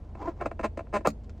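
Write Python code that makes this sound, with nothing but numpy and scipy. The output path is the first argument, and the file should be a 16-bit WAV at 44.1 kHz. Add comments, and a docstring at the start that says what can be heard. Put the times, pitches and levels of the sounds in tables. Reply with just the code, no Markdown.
"""Straw tugged out of a cup lid

In an idling car, a small dog tugs a plastic straw out through the lid of an empty cup.
The straw sticks and slips in the slit: single slips click, runs of them creak, and all ring the lid's modes.
Between catches it slides, as coloured noise and thin sine squeals.
At last the end pops free: a burst of noise snaps, the cup's modes thump, and the flaps of the slit flick back.
Wavering sines make the engine hum, over noise coloured as cabin rumble and hiss."""
import sys
import numpy as np
from scipy import signal
from scipy.fft import rfft, irfft
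from scipy.io import wavfile

SR = 44100
rng = np.random.default_rng(int(sys.argv[2]) if len(sys.argv) > 2 else 0)


def materialize(psi):
    """Save the field psi as 16-bit PCM at rate SR to the path in sys.argv[1].

    A 1-D psi becomes a single channel; in a 2-D psi each row is a channel.
    """
    bounded = np.clip(np.atleast_2d(psi).T, -1, 1)
    quanta = np.round(bounded * 32767).astype(np.int16)
    wavfile.write(sys.argv[1], SR, quanta)


N = 61740
T = np.arange(N) / SR  # s

# colour of a sharp plastic snap, for the pop and the flaps: frequency_hz, level_db
SNAP_COLOUR = [(500, -20), (1400, -6), (2500, 4), (3300, -12.5), (4400, 1.5), (5800, -10), (6800, 0.5),
               (8500, -13), (12000, -15.5), (15500, -18)]


def from_db(db):
    """Decibels to gain."""
    return 10 ** (np.asarray(db) / 20)


def rms_one(x):
    """Scale to rms 1."""
    return x / np.sqrt(np.mean(x ** 2) + 1e-20)


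def colour(x, points):
    """Causal (minimum-phase) filter through (Hz, dB) points."""
    size = 2 * N
    hz, db = np.transpose(points)
    bin_hz = np.arange(N + 1) * SR / size
    gain = from_db(np.interp(np.log(bin_hz + 1), np.log(hz), db))
    # folding the cepstrum forward in time gives the minimum phase
    cepstrum = irfft(np.log(gain))
    cepstrum[1:N] *= 2
    cepstrum[N + 1:] = 0
    response = np.exp(rfft(cepstrum))
    return irfft(rfft(x, size) * response)[:N]


def drift(hz):
    """Random wander of spread 1, mostly slower than hz."""
    spectrum = rfft(rng.standard_normal(N))
    bin_hz = np.arange(len(spectrum)) * SR / N
    return rms_one(irfft(spectrum / (1 + (bin_hz / hz) ** 4), N))


def clicks(times_s, gains):
    """Impulses at the given times."""
    out = np.zeros(N)
    places = np.round(np.asarray(times_s) * SR).astype(int)
    np.add.at(out, np.clip(places, 0, N - 1), gains)
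    return out


def struck(x, hz, t60_s):
    """A mode as the air hears it: clicks set it ringing, and it radiates little far below its pitch."""
    radius = np.exp(-np.log(1000) / (t60_s * SR))
    angle = 2 * np.pi * hz / SR
    return signal.lfilter([1, -1], [1, -2 * radius * np.cos(angle), radius ** 2], x + 1e-18)


def crack(x, t60_s):
    """Each click becomes a dying burst of noise of the same energy."""
    keep = np.exp(-2 * np.log(1000) / (t60_s * SR))  # energy left after one sample
    energy = signal.lfilter([1 - keep], [1, -keep], x ** 2 + 1e-18)
    return np.sqrt(energy) * rng.standard_normal(N)


def tail(t60_s):
    """A dying burst of noise with unit energy, to convolve with."""
    burst = rng.standard_normal(N) * np.exp(-np.log(1000) * T / t60_s)
    return burst / np.sqrt(np.sum(burst ** 2))


def soften(x, hz):
    """Low-pass: a yielding contact or soft surfaces dull the treble."""
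    return signal.sosfilt(signal.butter(4, min(hz, SR / 3), fs=SR, output="sos"), x)


def car():
    """Engine orders that waver in level and phase, over the cabin's rumble and hiss."""
    # idling engine: frequency_hz, level_db (rms)
    engine_orders = [(26.7, -56), (53.5, -47), (80.0, -47), (113, -59.5), (216, -60)]
    # cabin noise: frequency_hz, level_db (shape only)
    cabin_colour = [(15, -14.5), (28, 3.5), (50, 1.5), (85, -0.5), (105, -2), (170, -6.5), (260, -11),
                    (450, -15.5), (700, -20), (1200, -35.5), (2500, -43), (6000, -52), (10000, -60.5),
                    (15000, -73)]
    waver = 0.2  # spread, as a share of level and in radians of phase
    hum = 0
    for hz, db in engine_orders:
        level = from_db(db) * np.sqrt(2) * (1 + waver * drift(hz=3.8))
        phase = 2 * np.pi * (hz * T + rng.random()) + waver * drift(hz=1.3)
        hum = hum + level * np.sin(phase)
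    fade_in = np.minimum(T / 0.008, 1)
    cabin = from_db(-46.5) * rms_one(colour(rng.standard_normal(N), cabin_colour))
    return fade_in * hum + cabin


def cabin_echo(x):
    """The short, dull reverberation of an upholstered cabin: filtered noise dying away."""
    level_db, t60_s, delay_s, cut_hz = -16, 0.065, 0.0028, 8500
    noise = rng.standard_normal(N) * np.exp(-np.log(1000) * T / t60_s)
    echo = soften(noise * (T > delay_s), cut_hz)
    unit_echo = echo / np.sqrt(np.sum(echo ** 2))
    return from_db(level_db) * signal.fftconvolve(x, unit_echo)[:N]


def sliding():
    """Dry rubbing of the straw between catches, as coloured noise, with short unsteady squeals."""
    # rubbing loudness: time_s, level_db
    rub_level = [(0.0, -67.5), (0.14, -63), (0.19, -48), (0.225, -42), (0.25, -44), (0.285, -39.5),
                 (0.315, -51), (0.345, -65), (0.39, -53.5), (0.445, -45.5), (0.49, -64), (0.55, -83)]
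    # rubbing tone: frequency_hz, level_db (shape only)
    rub_colour = [(150, -15), (330, 14), (650, 3), (1000, 6), (1500, -7.5), (2250, -12), (2900, -22),
                  (7000, -27.5), (11000, -60), (15000, -37.5)]
    # thin squeals: middle_s, length_s, first_hz, last_hz, level_db
    squeals = [(0.214, 0.045, 804, 807, -39), (0.227, 0.046, 1037, 993, -43),
               (0.26, 0.028, 908, 1009, -34.5)]
    s, db = np.transpose(rub_level)
    flutter_db = 2.2 * drift(hz=151)
    rub = rms_one(colour(rng.standard_normal(N), rub_colour))
    out = from_db(np.interp(T, s, db) + flutter_db) * rub
    for middle_s, length_s, first_hz, last_hz, level_db in squeals:
        progress = np.clip((T - middle_s) / length_s + .5, 0, 1)
        glide_hz = first_hz + (last_hz - first_hz) * progress
        pitch_hz = glide_hz * (1 + 0.017 * drift(hz=117))
        swell = np.sin(np.pi * progress)
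        out += from_db(level_db) * swell * np.sin(2 * np.pi * np.cumsum(pitch_hz) / SR)
    return out


def flicks_and_taps():
    """Sharp flicks of the flaps and softer taps of the loose straw and the dog's teeth, as noise bursts."""
    # the slit's flaps flick back after the pop: time_s, level_db
    flap_flicks = [(1.0775, -19), (1.0828, -13.5), (1.0880, -12.5), (1.0935, -31), (1.1025, -18.5)]
    # soft taps: time_s, level_db
    soft_taps = [(0.047, -40), (0.092, -41), (1.236, -34.5), (1.2435, -31.5), (1.2945, -23), (1.302, -36),
                 (1.378, -34)]
    # tone of the taps: frequency_hz, level_db
    tap_colour = [(250, 7.5), (600, 8), (1100, 5), (2200, -4), (3200, -5), (5000, -6.5), (7500, -12.5),
                  (10000, -31), (15000, -34.5)]
    out = 0
    for rows, t60_s, tone in ((flap_flicks, 0.039, SNAP_COLOUR), (soft_taps, 0.036, tap_colour)):
        s, db = np.transpose(rows)
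        out = out + colour(crack(clicks(s, from_db(db)), t60_s), tone)
    return out


def pop():
    """The straw's end leaves the slit: a bright snap and the hollow thump of the cup's modes."""
    # open cup and freed lid: frequency_hz, level_db, t60_s
    cup_modes = [(160, -24, 0.1), (216, -28, 0.23), (284.6, -25.5, 0.11), (460, -12.5, 0.027),
                 (604, -13.5, 0.04), (785, -19, 0.033), (1190, -13, 0.023), (1390, -19, 0.023),
                 (2080, -32, 0.017)]
    thump_db, snap_db = 1, 1  # trims on the two parts
    blow = clicks([1.0716], 0.86)
    thump = 0
    for k, (hz, db, t60_s) in enumerate(cup_modes):
        sign = (-1) ** k  # neighbouring modes start in opposite directions
        thump = thump + sign * from_db(thump_db + db) * struck(blow, hz, t60_s)
    snap = colour(crack(blow, t60_s=0.027), SNAP_COLOUR)
    return soften(thump, hz=2480) + from_db(snap_db) * snap


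def slips():
    """Every catch and release of the straw, alone or in a run: times, levels, brightness, grit."""
    # runs of slips, heard as creaks: start_s, length_s, first_rate_hz, last_rate_hz, level_db,
    # swell_s, fade_s, roughness (0-1), brightness_db_per_octave, grit_db
    creak_runs = [ (0.202, 0.057, 303.4, 264, -16, 0.017, 0.045, 0.27, -1, -5),
                  (0.2694, 0.018, 355.7, 336, -2.5, 0.0086, 0.0057, 0, -3.5, -13),
                  (0.398, 0.034, 363.5, 352, -4, 0.02, 0.014, 0.03, -0.9, -10.5),
                  (0.4570, 0.016, 358.4, 330, -3, 0.001, 0.012, 0.2, -1, -2),
                  (0.628, 0.0344, 228.6, 212.7, 2.5, 0.014, 0.0081, 0.06, -0.5, 1.5),
                  (0.9337, 0.043, 207.6, 201.2, 3.5, 0.0064, 0.009, 0.01, -0.24, 1),
                  (1.0488, 0.014, 389, 425.5, 3.5, 0.003, 0.001, 0.12, 1, -5), ]
    # clicks of single slips: time_s, level_db, brightness_db_per_octave, grit_db
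    single_slips = [ (0.1515, -13.5, 0.5, -4), (0.4105, -2.5, 2.5, -2.5), (0.4220, -4.5, 1.5, -7),
                    (0.4382, -24.5, -10, -3), (0.4490, -13, -9, -3), (0.458, 3.5, -2, -7),
                    (0.5131, -4, 0, -7), (0.593, -0.5, 2, -6), (0.599, -3, -5, -6),
                    (0.6101, -10.5, 1.5, 3.5), (0.7736, -2, -5.5, 1), (0.7915, -4, 3, -3),
                    (0.8051, -9.5, -1, -6), (0.8685, -23.5, 4, -13), (0.927, -8, -2, -5.5),
                    (0.9860, -19.5, -13, 11), (1.008, -10.5, -4, -6), (1.0612, 1.5, 6.5, 6.5), ]
    rows = [np.array(single_slips, float)]
    for start_s, length_s, first_hz, last_hz, db, swell_s, fade_s, rough, bright, grit_db in creak_runs:
        early, strong = rng.standard_normal((2, 24))  # unevenness of up to 24 slips
        k = np.arange(len(early))
        rate_hz = np.interp(k / first_hz, [0, length_s], [first_hz, last_hz])
        period = 1 / rate_hz
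        age = np.cumsum(period) - period
        swell = np.clip((age + period / 2) / swell_s, 1e-4, 1)
        fade = np.clip((length_s - age) / fade_s, 1e-4, 1)
        # roughness scatters both strength and timing
        level_db = db + 20 * np.log10(swell * fade) + 12 * rough * strong
        times_s = start_s + age + rough * period * early
        run = np.column_stack([times_s, level_db, bright + 0 * k, grit_db + 0 * k])
        rows.append(run[age < length_s])
    return np.vstack(rows).T


def straw_in_lid():
    """Slips ring the lid's modes, and each brings a small crack of dense high modes and friction."""
    # lid with the straw in it: frequency_hz, level_db, t60_s
    lid_modes = [(217, -38.5, 0.05), (290, -35, 0.042), (337.4, -30.5, 0.045), (457, -31, 0.026),
                 (578.3, -27.5, 0.045), (669, -30.5, 0.049), (805, -34, 0.04), (1028, -30.5, 0.024),
                 (1273, -31.5, 0.017), (1439, -34, 0.016), (1614, -39, 0.024), (1824, -42, 0.027),
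                 (2100, -46, 0.023), (2270, -44, 0.026), (2460, -63, 0.025), (2630, -49, 0.033)]
    # crack of each slip: frequency_hz, level_db
    grit_colour = [(600, -26.5), (1500, 7), (2550, 3), (2850, -4), (3300, -10.5), (4200, -8.5),
                   (5500, -16.5), (7400, -11), (9500, -24.5), (12000, -38), (14500, -28), (16000, -39)]
    mode_scatter_db = 2
    grit_trim_db, grit_t60_s = -14, 0.047
    alike = 0.98  # share of the crack's energy that is the same in every slip
    s, db, bright, grit_db = slips()
    scatter = rng.standard_normal((200, len(lid_modes)))[:len(s)]
    body = 0
    for k, (hz, mode_db, t60_s) in enumerate(lid_modes):
        tilt_db = bright * np.log2(hz / 700)
        gains = from_db(db + mode_db + tilt_db + mode_scatter_db * scatter[:, k])
        sign = (-1) ** k  # neighbouring modes start in opposite directions
        body = body + sign * struck(clicks(s, gains), hz, t60_s)
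    bites = clicks(s, from_db(db + grit_db + grit_trim_db))
    same_crack = signal.fftconvolve(bites, tail(grit_t60_s))[:N]
    own_crack = crack(bites, grit_t60_s)
    grit = np.sqrt(alike) * same_crack + np.sqrt(1 - alike) * own_crack
    return soften(body, hz=2800) + colour(grit, grit_colour)


def scene():
    """Cup and car, nearly mono; scattered reflections that differ between the ears widen the treble a little."""
    # stereo width: frequency_hz, side_over_mid_db
    width = [(100, -63), (250, -53), (600, -20.5), (2000, -23.5), (4200, -15), (8000, -16), (13000, -13)]
    cup = straw_in_lid() + sliding() + pop() + flicks_and_taps()
    mid = cup + cabin_echo(cup) + car()
    side = colour(signal.fftconvolve(mid, tail(t60_s=0.18))[:N], width)
    return np.array([mid + side, mid - side])


def record(dry):
    """A steep low-pass removes the top above 15.9 kHz."""
    return signal.sosfilt(signal.ellip(10, .1, 80, 15900, fs=SR, output="sos"), dry)


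dry = scene()
out = record(dry)
materialize(out)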